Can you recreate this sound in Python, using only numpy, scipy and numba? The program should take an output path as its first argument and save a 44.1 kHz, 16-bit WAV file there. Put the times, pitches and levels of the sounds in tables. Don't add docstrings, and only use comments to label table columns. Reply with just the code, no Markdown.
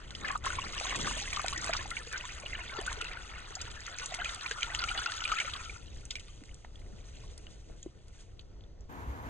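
import sys
import numpy as np
from scipy import signal
from scipy.fft import rfft, irfft, next_fast_len
from scipy.io import wavfile
from scipy.ndimage import uniform_filter1d
from numba import njit

SR = 44100
rng = np.random.default_rng(int(sys.argv[2]) if len(sys.argv) > 2 else 0)


def transcribe(signal):
    frames = np.atleast_2d(signal).T
    limited = np.clip(frames, -1, 1)
    pcm = np.round(limited * 32767).astype(np.int16)
    wavfile.write(sys.argv[1], SR, pcm)


N = 409688
SIZE = next_fast_len(N)

# time in seconds, gurgle level in dB, spray level in dB.
FLOW = [(0, -50, -58), (.14, -53.5, -57.5), (.3, -43, -49.5), (.38, -61, -53.5), (.42, -55, -65),
        (.46, -42.5, -43), (.7, -49, -46.5), (.9, -42.5, -42), (1.25, -46.5, -44.5), (1.75, -45.5, -46.5),
        (1.87, -51.5, -52), (2.08, -54.5, -51.5), (2.2, -47, -49.5), (2.38, -52.5, -51.5),
        (2.56, -49, -53.5), (2.9, -45.5, -52.5), (3.25, -48.5, -55.5), (3.75, -52.5, -52.5),
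        (4.2, -47, -49), (4.7, -49.5, -49), (5.0, -47, -44.5), (5.4, -49, -45), (5.76, -56.5, -53),
        (5.82, -67, -57), (6.3, -67, -58.5), (6.7, -65, -66.5), (7.2, -66, -56), (7.6, -68, -63),
        (8.12, -67, -68.5), (8.2, -62, -57), (8.29, -68.5, -71), (8.88, -74, -80)]
# start in seconds, peak in dB, pitch in Hz, ring t60 in seconds, rise in ms.
BUBBLES = [(0.2465, -26.5, 1680, 0.032, 1.3), (0.261, -39, 1550, 0.041, 2.3),
           (0.288, -34, 2290, 0.014, 1.4), (0.2857, -33, 1890, 0.021, 1.1), (0.302, -30, 1660, 0.028, 1.7),
           (0.304, -27.5, 1090, 0.0324, 1.7), (0.3237, -41.5, 1100.0, 0.14, 5.4),
           (0.3563, -21.5, 1180, 0.0093, 3.4), (0.447, -31, 1330, 0.023, 2.3),
           (0.464, -23.5, 1047, 0.0287, 4.4), (0.503, -30, 1440, 0.019, 1.6),
           (0.5302, -37, 1450, 0.022, 1.1), (0.585, -36, 2230, 0.026, 6.0), (0.586, -26.5, 1040, 0.0219, 3),
           (0.6168, -34.5, 2750, 0.024, 1.1), (0.627, -36, 2700, 0.011, 3.6),
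           (0.6377, -37, 1086, 0.036, 1.7), (0.78, -27.5, 2680, 0.0083, 1.1),
           (0.8112, -30, 770, 0.013, 0.84), (0.853, -31.5, 1040, 0.016, 1.4), (0.879, -42, 383, 0.011, 3.1),
           (0.9074, -33.5, 2200, 0.049, 1.1), (0.922, -35, 1970, 0.033, 1.7),
           (0.9237, -28, 1060, 0.028, 1.3), (0.9447, -33, 1840.0, 0.026, 5.1),
           (0.9506, -33, 1080, 0.023, 1.4), (0.9576, -34.5, 2690, 0.035, 0.7),
           (0.9894, -36.5, 2300, 0.024, 2.6), (1.0456, -31, 1610, 0.018, 2.0),
           (1.074, -32.5, 1100, 0.015, 2.0), (1.11, -29.5, 1010, 0.019, 1.1), (1.168, -35.5, 610, 0.026, 3),
           (1.2747, -36.5, 2000, 0.034, 1.6), (1.3289, -27, 2310, 0.015, 1.5),
           (1.331, -37, 1140, 0.014, 5.4), (1.3434, -38, 1060, 0.032, 1.8), (1.3607, -35, 3080, 0.013, 1),
           (1.371, -26.5, 1150, 0.015, 5.8), (1.3932, -34, 2210, 0.033, 1.4),
           (1.3946, -23, 1170, 0.02, 0.98), (1.4445, -30, 726, 0.021, 0.46),
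           (1.4596, -32.5, 1440, 0.026, 2.3), (1.483, -32.5, 2270, 0.018, 4.6),
           (1.5268, -30.5, 1112, 0.029, 1.4), (1.5589, -32.5, 1880, 0.038, 2.2),
           (1.575, -39.5, 325, 0.034, 1.4), (1.6237, -38, 1160, 0.042, 1.7),
           (1.6738, -30.5, 1146, 0.028, 0.96), (1.694, -28, 656, 0.031, 0.7),
           (1.6932, -28.5, 1190, 0.016, 2.3), (1.7304, -25.5, 2280, 0.015, 0.84),
           (1.7349, -34, 1480, 0.019, 3.6), (1.737, -37, 1100, 0.041, 4.6),
           (1.7502, -28.5, 1190, 0.021, 2.0), (1.791, -36.5, 1690, 0.039, 3.1),
           (1.8074, -37.5, 1050, 0.052, 1.4), (1.856, -41, 820, 0.03, 1.4), (1.9106, -37, 1340, 0.047, 3.7),
           (1.914, -30.5, 2050, 0.021, 0.62), (1.9676, -28.5, 2730, 0.0068, 0.99),
           (1.968, -29.5, 2230, 0.026, 1.7), (2.0046, -47, 454, 0.036, 6.6), (2.0705, -43, 463, 0.034, 1.4),
           (2.124, -45, 460.0, 0.017, 2.8), (2.1302, -32.5, 1670, 0.018, 1.7),
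           (2.1325, -37.5, 2265, 0.073, 4.9), (2.1396, -35, 1503, 0.054, 4.4),
           (2.157, -31, 1475, 0.024, 2.3), (2.2096, -30.5, 2770, 0.008, 0.64),
           (2.239, -41, 987, 0.073, 1.7), (2.2545, -32.5, 3340, 0.008, 0.3), (2.38, -41, 2900, 0.008, 0.3),
           (2.2537, -41, 1725, 0.012, 4.9), (2.4353, -41.5, 580, 0.036, 1.7),
           (2.4613, -31, 2810, 0.021, 0.34), (2.5313, -30, 2000, 0.019, 1.1),
           (2.5473, -35.5, 1720, 0.02, 2.6), (2.548, -37.5, 2255, 0.04, 3.9),
           (2.552, -35, 2810, 0.018, 1.4), (2.6057, -40, 2740, 0.038, 2.8),
           (2.6364, -43, 1500.0, 0.027, 1.4), (2.6945, -38.5, 2170, 0.026, 1.7),
           (2.784, -36.5, 1730, 0.028, 4.1), (2.7883, -31.5, 395, 0.025, 2.3),
           (2.8132, -44, 674, 0.044, 2.6), (2.877, -28.5, 1480.0, 0.028, 3.7),
           (2.916, -41, 1044, 0.036, 2.2), (2.973, -44.0, 430, 0.063, 3.5), (3.0107, -34, 1380, 0.016, 3.1),
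           (3.013, -26.5, 2840, 0.0086, 0.65), (3.022, -29.5, 2650, 0.0073, 0.7),
           (3.0236, -41, 420, 0.036, 3.5), (3.1148, -37.5, 2290, 0.019, 2.8),
           (3.1702, -35.5, 1490, 0.021, 1.2), (3.506, -42, 403, 0.033, 2.2),
           (3.5669, -44.5, 733, 0.049, 2.5), (3.678, -45, 1340, 0.019, 3.1),
           (3.8655, -42.5, 1990, 0.06, 1.4), (3.8807, -36.5, 1690, 0.0095, 3.3),
           (4.0002, -48, 463, 0.063, 3.9), (4.014, -41.5, 1450, 0.091, 3.1),
           (4.1193, -39.5, 707, 0.04, 4.8), (4.1857, -42, 1420, 0.037, 5.9), (4.1863, -41, 704, 0.085, 3.4),
           (4.1994, -37, 2940, 0.021, 1.4), (4.202, -35.5, 1640, 0.049, 2.8),
           (4.2134, -35, 1310, 0.019, 1.4), (4.2456, -39, 2250, 0.017, 1.1), (4.246, -36, 3140, 0.018, 1.1),
           (4.2556, -29.5, 2410, 0.025, 1.3), (4.2577, -39, 1310, 0.039, 1.9),
           (4.2925, -33.5, 3480, 0.015, 1.1), (4.295, -38.5, 1580, 0.046, 1.4),
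           (4.4603, -30, 2346, 0.032, 0.7), (4.511, -27.5, 1596, 0.0294, 1.7),
           (4.5106, -38.5, 440.0, 0.038, 4.4), (4.585, -38.5, 1360, 0.042, 1),
           (4.6212, -31, 2310, 0.021, 2.2), (4.6306, -24, 3050, 0.0096, 0.7),
           (4.635, -37, 1360, 0.048, 6.0), (4.737, -43, 840, 0.044, 2.3), (4.7473, -30, 2900, 0.02, 1.1),
           (4.7728, -36.5, 1320, 0.02, 1.4), (4.7897, -30, 4430, 0.036, 0.7),
           (4.8044, -36, 1400, 0.0092, 2.6), (4.8232, -33, 1385, 0.061, 2.0),
           (4.8403, -31, 1352, 0.028, 6.0), (4.8848, -27.5, 2310, 0.042, 1.9),
           (4.889, -31, 2980, 0.013, 2.6), (4.9117, -30.5, 1395, 0.031, 2.0), (4.9527, -37, 756, 0.047, 1),
           (4.9759, -35, 745, 0.021, 1.7), (4.9766, -32, 2895, 0.066, 1.1),
           (4.989, -29.5, 1380, 0.014, 1.6), (5.019, -34.5, 1630, 0.04, 0.7),
           (5.099, -32, 3100, 0.008, 0.3), (5.205, -30.5, 2930, 0.012, 0.3), (5.29, -33, 2930, 0.007, 0.3),
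           (5.0606, -26.5, 1336, 0.026, 2.7), (5.0713, -34, 2690, 0.025, 5.9),
           (5.2177, -30, 1400, 0.019, 5.4), (5.252, -31.5, 2810, 0.03, 0.7),
           (5.252, -28.5, 2380, 0.03, 1.2), (5.276, -42, 1520, 0.097, 3.9), (5.299, -32, 1340, 0.012, 6.0),
           (5.3173, -35, 2230, 0.025, 1.1), (5.3214, -23.5, 1230, 0.031, 3.1),
           (5.338, -29, 1560, 0.0099, 3.1), (5.363, -33, 2320, 0.096, 1.4), (5.3755, -37, 1750, 0.085, 0.7),
           (5.3835, -30, 2950, 0.017, 1.1), (5.3852, -30.5, 2060, 0.021, 3.9),
           (5.3995, -26.5, 2260, 0.051, 1.3), (5.401, -37, 1540, 0.05, 3.1), (5.402, -30, 2880, 0.025, 0.7),
           (5.414, -35.5, 2300, 0.028, 4.4), (5.4456, -48, 534, 0.051, 4.9),
           (5.4525, -35, 2290, 0.013, 1.4), (5.476, -35, 1305, 0.045, 2.1),
           (5.5526, -36.5, 1120, 0.0433, 0.76), (5.6958, -35.5, 2300, 0.029, 1.3),
           (6.1058, -29, 3480, 0.012, 0.4), (6.154, -36.5, 2300, 0.053, 0.9),
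           (6.1553, -43, 3630, 0.0068, 0.7), (7.468, -40, 2940, 0.0092, 0.7),
           (7.6996, -43, 424, 0.021, 0.96), (7.8617, -33.5, 336, 0.028, 1.7),
           (8.3937, -39, 3550, 0.0061, 0.2), (6.1845, -45, 2140, 0.018, 0.5),
           (6.377, -52, 3470, 0.012, 0.4), (6.4923, -50, 2150, 0.015, 0.4), (6.5122, -52, 2900, 0.015, 0.4),
           (6.8175, -52, 2200, 0.0089, 0.3), (6.864, -56, 1990, 0.008, 0.3), (8.638, -54, 3430, 0.014, 0.4),
           (7.237, -54, 1050, 0.03, 1.5), (6.418, -45, 280, 0.03, 2), (6.931, -44, 196, 0.037, 3),
           (7.321, -48.5, 450, 0.025, 1.5), (0.352, -27, 1100, 0.037, 1.0), (5.3178, -26, 1310, 0.02, 0.34),
           (6.285, -58.5, 1170, 0.048, 2.0), (6.298, -51, 3050, 0.022, 0.7),
           (6.7565, -46, 3300, 0.012, 0.5)]
# start in seconds, peak in dB, centre in Hz, width in octaves,
# t60 in seconds before it is shortened by the width.
TICKS = [(0.1068, -33.5, 3870, 1.64, 0.017), (0.1504, -32, 3940, 0.94, 0.033),
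         (0.283, -28.5, 4160, 1.6, 0.018), (0.3152, -28, 6270, 1.2, 0.0098),
         (0.375, -39, 6800, 0.92, 0.025), (0.4415, -32, 3640, 2.8, 0.016), (0.4557, -33, 6850, 0.84, 0.038),
         (0.682, -35, 5900, 0.63, 0.013), (0.799, -22, 3820, 1.57, 0.017), (0.895, -21, 3800, 2, 0.014),
         (0.961, -25, 6900, 2, 0.013), (0.9887, -29, 6300, 1.9, 0.021), (1.013, -28, 6300, 0.67, 0.018),
         (1.069, -23.5, 3600, 1.7, 0.023), (1.1737, -30, 6600, 1.6, 0.019), (1.3143, -38, 7010, 2, 0.02),
         (1.3323, -27, 5900, 1.2, 0.02), (1.363, -23, 3770, 1.6, 0.026), (1.4157, -30.5, 6550, 1.5, 0.023),
         (1.4622, -30, 6500, 1, 0.02), (1.482, -20, 5130, 1.2, 0.018), (1.531, -21.5, 8060, 3.9, 0.018),
         (1.5776, -27.5, 6100, 0.43, 0.022), (1.614, -30.5, 6200, 0.76, 0.026),
         (1.644, -21, 6440, 0.8, 0.0087), (1.6624, -28, 6660, 1.1, 0.016), (1.692, -30, 6400, 1.5, 0.015),
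         (1.7348, -17.5, 3530, 2.1, 0.018), (1.766, -26, 4670, 0.88, 0.038),
         (1.905, -24.5, 6550, 1.6, 0.02), (1.989, -37, 6400, 0.89, 0.017), (2.1266, -26, 5870, 1.8, 0.015),
         (2.177, -34, 6350, 0.45, 0.025), (2.399, -35, 6600, 1.3, 0.028), (2.767, -33, 4050, 1.8, 0.035),
         (2.813, -35, 7900, 0.78, 0.023), (2.8643, -23, 7240, 1.32, 0.013), (2.928, -28, 6440, 2, 0.018),
         (3.0135, -23, 4400, 1.8, 0.01), (3.044, -28.5, 3680, 2.06, 0.018), (3.1333, -35, 3670, 1.3, 0.02),
         (3.5524, -28, 5710, 0.81, 0.035), (3.605, -37, 3940, 0.52, 0.028),
         (3.6144, -27.5, 5950, 0.73, 0.029), (3.714, -34, 5740, 1.24, 0.016),
         (3.8052, -35, 5960, 0.6, 0.012), (3.8652, -27, 5600, 0.76, 0.0094),
         (3.9857, -26, 6170, 0.21, 0.009), (3.997, -28, 3480, 2, 0.0078),
         (4.0592, -24.5, 6900, 0.55, 0.016), (4.1415, -24.5, 4000, 1.8, 0.012),
         (4.146, -24, 6240, 1.5, 0.016), (4.246, -22, 3670, 2.1, 0.022), (4.2924, -30, 3820, 0.94, 0.02),
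         (4.346, -26.5, 6570, 1.6, 0.018), (4.4101, -32, 3740, 0.72, 0.02), (4.4623, -27, 3770, 1.4, 0.018),
         (4.512, -21, 3770, 1.5, 0.009), (4.6305, -21.5, 3930, 1.7, 0.026),
         (4.7486, -20, 3840, 2.2, 0.0092), (4.793, -29, 4270, 0.51, 0.025), (4.8184, -26, 3640, 1.2, 0.024),
         (4.839, -17.5, 3960, 1.43, 0.014), (4.887, -31, 6060, 0.74, 0.013),
         (4.976, -26, 3980, 0.62, 0.027), (5.0593, -26, 3780, 1.1, 0.029),
         (5.1197, -27.5, 4000, 0.65, 0.023), (5.1383, -31, 3950, 1.3, 0.024),
         (5.24, -24.5, 3770, 0.94, 0.02), (5.2775, -25.5, 3800, 1.6, 0.019),
         (5.318, -25, 3800, 0.84, 0.018), (5.3868, -28, 4100, 1.1, 0.022),
         (5.4008, -16.5, 4000, 1.7, 0.0095), (5.5363, -26, 3750, 0.73, 0.026),
         (5.5622, -33, 3670, 0.78, 0.027), (6.053, -34.5, 7070, 0.67, 0.013),
         (6.108, -24, 4980, 1.1, 0.018), (6.114, -28, 4600, 0.68, 0.013), (6.1559, -23, 4400, 0.86, 0.0042),
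         (6.1968, -30.5, 6700, 1.6, 0.008), (6.2819, -44, 3050, 1.3, 0.023),
         (6.4372, -41, 3480, 2.6, 0.021), (6.4572, -44.5, 6400, 1.04, 0.012),
         (6.5435, -39.5, 7600, 1.06, 0.015), (6.793, -44, 6740, 3.3, 0.029),
         (7.3774, -38, 6870, 1.53, 0.025), (7.4679, -42, 3070, 1.2, 0.011),
         (7.8291, -34.5, 6500, 0.27, 0.01), (8.082, -48, 6400, 1.4, 0.018),
         (8.3945, -44.5, 3800, 0.76, 0.027), (8.4094, -52.5, 4360, 1.42, 0.042),
         (8.6088, -56, 3530, 0.31, 0.014), (8.808, -51, 6200, 0.43, 0.0089),
         (6.6475, -39, 1320, 2.27, 0.027)]
# frequency in Hz, level in dB.
GURGLE_COLOUR = [(200, -24.5), (400, -14.5), (800, -3.5), (1200, 6.5), (1700, 9), (2400, 8), (3300, 6),
                 (5000, 2)]
# frequency in Hz, level in dB.
SPRAY_COLOUR = [(1500, -12), (2500, -6), (3500, 0), (4500, -3.2), (5300, -2.5), (6600, 2.5), (7500, -7),
                (9000, -4.5), (10000, -31.5)]
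# time in seconds, pitch in Hz, level relative to the gurgle in dB.
POCKET = [(0, 1215, -37), (.5, 1087, -12.5), (1.701, 1159, -23), (2.099, 1477, -17.5), (3.899, 1363, -12.5),
          (4.5, 1360, -8.5), (5.5, 1346, -3), (5.801, 1327, -3.5), (6.0, 1380, -26)]
# frequency in Hz, density in dB per Hz.
BODY_COLOUR = [(50, -42), (110, 0.5), (260, -5), (600, -11.5), (900, -44)]
# time in seconds, level in dB.
BODY_LEVEL = [(0, -58.5), (1.8, -55.5), (2.6, -75)]
# frequency in Hz, density in dB per Hz.
NIGHT_COLOUR = [(18, 0), (30, 9), (65, 4.5), (100, -1), (170, -12), (260, -15.5), (420, -14), (600, -20),
                (1000, -30.5), (2500, -41), (6000, -36), (9500, -67)]
# time in seconds, level in dB.
RUMBLE_LEVEL = [(0, -49), (.5, -44.5), (1.8, -46), (2.4, -46.5), (5.1, -48.5), (5.8, -47.5), (6.4, -47.5),
                (8.9, -50)]
# frequency in Hz, shared part from 0 to 1,
# phase lag of the right in radians, left minus right in dB.
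MAT_STEREO = [(20, .95, 0, .5), (60, .87, 0, 1), (130, .84, 0, 1.5), (250, .4, 1.2, 2.5), (400, .3, 1.0, 2),
              (700, .75, .2, -2), (1250, .35, 1.3, 2.5), (2150, .55, 1.0, 0), (2420, .65, 1.5, -4),
              (2620, .7, -.4, 3), (3880, .85, 1.9, 0), (4850, .93, 2.2, 0), (5250, .98, 3.14, 0),
              (5750, .95, 4.1, 0), (6800, .92, 5.4, 0), (7300, .9, 6.1, 0), (8180, .83, 6.8, 0),
              (9600, .83, 8.0, 0)]
# frequency in Hz, density in dB per Hz.
WASH_COLOUR = [(20, -20), (60, 2), (130, -10), (180, -10.5), (260, -8), (400, -16), (650, -17),
               (950, -10.5), (1200, -16.5), (1600, -18), (2300, -28), (5500, -42.5), (6500, -36.5),
               (9000, -50), (13000, -46), (15500, -52)]
# start in seconds, peak in dB, pitch in Hz, t60 in seconds.
SLOSHES = [(9.074, -22, 63.4, 0.15), (9.191, -25, 98, 0.064)]
# start in seconds, peak in dB, centre in Hz, width in octaves,
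# t60 in seconds before it is shortened by the width.
SPECKS = [(8.926, -51, 13200, 0.28, 0.008), (9.076, -63, 9000, .4, .01), (9.225, -54, 12000, 0.46, .011)]

CHURN_DB, CHURN_ATTACK_S, CHURN_T60_S = -9, 0.0069, 0.054
THROW_DB, THROW_ATTACK_S, THROW_T60_S = -17, 0.0017, .06
CHURN_MOST_DB = 3
BUBBLE_GLIDE, PINCH_DB, CRACK_DB = 0.12, -1, -11
HOLLOW_T60_S, HOLLOW_DB = 0.054, -10.5
WASH_DB, WASH_LAG_S = -43.5, 0.00035
JUMP_S = 8.888
MAT_TOP_HZ, TOP_HZ = 9650, 15300


def undb(db):
    return 10 ** (np.asarray(db) / 20)


def rms_one(x):
    return x / np.sqrt(np.mean(x ** 2))


def on_log_axis(hz, table, axis=1):
    table = np.array(table, float)
    return np.interp(np.log(hz + 1), np.log(table[:, 0]), table[:, axis])


def over_time(table):
    s, *columns = np.transpose(table)
    return [np.interp(np.arange(N) / SR, s, column) for column in columns]


def walk(rate):
    hold = int(SR / rate)
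    steps = np.repeat(rng.standard_normal(int(200 * N / SR)), hold)[:N]
    return 1.22 * uniform_filter1d(steps, hold)


def coloured(colour):
    gain = undb(on_log_axis(np.fft.rfftfreq(SIZE, 1 / SR), colour))
    white = rng.standard_normal((2, SIZE))
    return rms_one(irfft(rfft(white) * gain, SIZE)[:, :N])


@njit
def ring(length, start, hz, t60, rise, glide, left, right, rate):
    out = np.zeros((2, length))
    for k in range(len(start)):
        n = int(t60[k] * rate)
        step = np.exp(2j * np.pi * hz[k] / rate - np.log(1000) / (n + 1))
        turn = np.exp(2j * np.pi * hz[k] * glide[k] / rate / (n + 1))
        z, gap, close = 1 + 0j, 1., np.exp(-1 / (rise[k] * rate))
        for i in range(start[k], min(start[k] + n, length)):
            z, step, gap = z * step, step * turn, gap * close
            out[0, i] += (1 - gap) * (z * left[k]).imag
            out[1, i] += (1 - gap) * (z * right[k]).imag
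    return out


def grains(s, db, hz, t60, pan_db, rise_s, glide, scatter=1):
    phase = np.exp(2j * np.pi * scatter * (rng.random(len(s)) - .5))
    left = undb(db + pan_db / 2) + 0j
    right = undb(db - pan_db / 2) * phase
    start = (s * SR).astype(np.int64)
    return ring(N, start, hz, t60, rise_s + 0 * hz, glide + 0 * hz, left, right, SR + 0.)


def swarm(count, colour, cycles, scatter_db, clump_db, patch_db, clump_rate, glide):
    u = rng.random((count, 5)).T
    low, high = colour[0][0], colour[-1][0]
    s = u[0] * (N - 1) / SR
    hz = low * (high / low) ** u[1]
    at = (s * SR).astype(int)
    size_class = (7 * u[1]).astype(int)
    clump = clump_db * walk(clump_rate)[at]
    patch = patch_db * walk(clump_rate)[(at + size_class * (N // 7)) % N]
    bunch_db = np.minimum(clump + patch, 4.0)
    strength = -np.log(u[2] + .08)
    db = on_log_axis(hz, colour) + bunch_db + scatter_db * strength
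    t60, pan_db = cycles * (.5 + u[3]) / hz, 8 * (u[4] - .5)
    return rms_one(grains(s, db, hz, t60, pan_db, 1.0 / hz, glide))


def stirred(steady_db, events, below_db, attack_s, t60):
    s, db = np.transpose(events)[:2]
    power = np.zeros(N)
    np.add.at(power, (s * SR).astype(int), undb(2 * (db + below_db)))
    t = np.arange(-SR // 10, SR // 10 + 1) / SR
    swell = np.exp(2 * np.where(t < 0, t / attack_s, -np.log(1000) * t / t60))
    added = np.abs(signal.oaconvolve(power, swell, mode="same"))
    return 10 * np.log10(undb(2 * steady_db) + added)


def stream():
    steady_db, spray_db = over_time(FLOW)
    churned_db = stirred(steady_db, BUBBLES, CHURN_DB, CHURN_ATTACK_S, CHURN_T60_S)
    gurgle_db = np.minimum(churned_db, steady_db + CHURN_MOST_DB)
    spray_db = stirred(spray_db, TICKS, THROW_DB, THROW_ATTACK_S, THROW_T60_S)
    thin = np.clip((-52.5 - spray_db) / 10, 0, 1)

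    gurgle = swarm(count=6000, colour=GURGLE_COLOUR, cycles=46.5, scatter_db=4.5,
                   clump_db=2.5, patch_db=4.0, clump_rate=21.0, glide=0.1)
    splatter = swarm(count=20000, colour=GURGLE_COLOUR, cycles=15.4, scatter_db=4.5,
                     clump_db=3.5, patch_db=2.5, clump_rate=39.0, glide=0.24)
    fizz = swarm(count=18000, colour=SPRAY_COLOUR, cycles=26.0, scatter_db=5.0,
                 clump_db=4.5, patch_db=6.0, clump_rate=60., glide=0.1)
    flutter_db = 4.6 * (1 - 0.57 * thin) * walk(40.)
    hiss = coloured(SPRAY_COLOUR) * undb(-9.5 + 4.2 * thin + flutter_db)

    water = gurgle * undb(-10.5 * thin) + splatter * undb(-4.0 - 2.6 * thin) + pocket()
    spray = fizz * undb(-8.0 * thin) + hiss
    return water * undb(gurgle_db) + spray * undb(spray_db)


def pocket(count=1200):
    u = rng.random((count, 4)).T
    s, pitch_hz, _ = np.transpose(POCKET)
    at = u[0] * s[-1]
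    hz = np.interp(at, s, pitch_hz) * (1 + 0.17 * (u[1] - .5))
    db = -3.0 * np.log(u[2] + 0.091)
    t60 = 0.012 + 0.059 * u[3]
    crowd = grains(at, db, hz, t60, 12.0 + 0 * at, 0.0033, 0.05)
    return rms_one(crowd) * undb(over_time(POCKET)[1])


def bubbles(count=2):
    s, db, hz, t60, rise_ms = np.transpose(BUBBLES)
    t60, rise_s = np.clip(t60, .005, .2), np.clip(rise_ms, .1, 10) / 1000
    pace = np.log(1000) * rise_s / t60
    crest = (1 + 1 / pace) ** -pace / (1 + pace)
    clear_db = db + 0.5 - 20 * np.log10(crest)
    clear = grains(s, clear_db, hz, t60, 0 * s, rise_s, BUBBLE_GLIDE, scatter=0.73)
    pinch_db = db + PINCH_DB - 4.9 * 1000 * rise_s
    pinch = grains(s, pinch_db, 1.4 * hz, 7.3 / hz, 0 * s, 0.00014, 0, scatter=0)

    s, db, hz, t60 = np.repeat([s, db, hz, t60], count, axis=1)
    u = rng.random((len(s), 2)).T
    near_s = s + 0.25 * t60 * u[0]
    near_db = db - 4.5 - 5.1 * (hz < 500)
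    near_hz = hz * 2 ** (0.63 * (u[1] - .4))
    neighbours = grains(near_s, near_db, near_hz, 0.74 * t60, 0 * s, 0.00026, 0.21)
    return clear + pinch + neighbours


def ticks(table, count=10):
    s, db, hz, octaves, t60 = np.repeat(np.array(table, float), count, axis=0).T
    u = rng.random((len(s), 2)).T
    place = (np.arange(len(s)) % count + u[1]) / count - .5
    late = 0.28 * u[0] ** 5.
    spread_hz = np.clip(hz * 2 ** (octaves * place), 100, 16000)
    ring_s = np.clip(t60 / (1 + np.abs(octaves)), .002, .04)
    crack = grains(s, db + CRACK_DB, spread_hz, 12.7 / spread_hz, 0 * s, 0.0002, 0, scatter=0)
    burst = grains(s + late * t60, db - 5.0 - 25 * late, spread_hz, ring_s, 0 * s, 0.00046, 0)
    return crack + burst


def hollow(pair):
    s = np.arange(SR // 20) / SR
    decay = np.exp(-np.log(1000) * s / HOLLOW_T60_S)
    tail = rng.standard_normal((2, len(s))) * decay * (s > .001)
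    tail = tail / np.sqrt(np.sum(tail ** 2, axis=1, keepdims=True))
    return pair + undb(HOLLOW_DB) * signal.oaconvolve(pair, tail, axes=1)[:, :N]


def heavy_pour():
    return coloured(BODY_COLOUR) * undb(over_time(BODY_LEVEL)[0] + 7.4 * walk(9.8))


def night():
    waver_db = 1.45 * walk(5.0) + 1.13 * walk(20.)
    return coloured(NIGHT_COLOUR) * undb(over_time(RUMBLE_LEVEL)[0] + waver_db)


def stereo(pair, table_at):
    left, own = rfft(pair, SIZE)
    share, late, pan_db = table_at(np.fft.rfftfreq(SIZE, 1 / SR))
    share = np.clip(share, 0, 1)
    right = share * left * np.exp(-1j * late) + np.sqrt(1 - share ** 2) * own
    both = np.array([left * undb(pan_db / 2), right * undb(-pan_db / 2)])
    return irfft(both, SIZE)[:, :N]


def mat():
    pour = hollow(stream() + bubbles() + ticks(TICKS))
    pair = pour + night() + heavy_pour()
    pair = stereo(pair, lambda hz: [on_log_axis(hz, MAT_STEREO, axis=k) for k in (1, 2, 3)])
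    return signal.sosfilt(signal.ellip(10, .2, 60, MAT_TOP_HZ, fs=SR, output="sos"), pair)


def wash():
    return coloured(WASH_COLOUR) * undb(WASH_DB + 1.0 * walk(25.))


def sloshes():
    s, db, pitch_hz, t60 = np.transpose(SLOSHES)
    return grains(s, db, pitch_hz, t60, 2 + 0 * s, 0.022, 0, scatter=0)


def lake_stereo(hz):
    share = np.interp(hz, [2110, 2900, 9000, 10900], [0.77, 0.12, 0.15, 0.75])
    late = 2 * np.pi * hz * WASH_LAG_S * (hz < 9000)
    pan_db = np.interp(hz, [1000, 1300, 9000], [2.0, -2.0, 0.1])
    return share, late, pan_db


def lake():
    return stereo(wash() + sloshes() + ticks(SPECKS), lake_stereo)


def scene():
    later = np.clip((np.arange(N) / SR - JUMP_S) / .01, 0, 1)
    return mat() * (1 - later) + lake() * later


def record(dry):
    return signal.sosfilt(signal.ellip(10, .2, 70, TOP_HZ, fs=SR, output="sos"), dry)


dry = scene()
out = record(dry)
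transcribe(out)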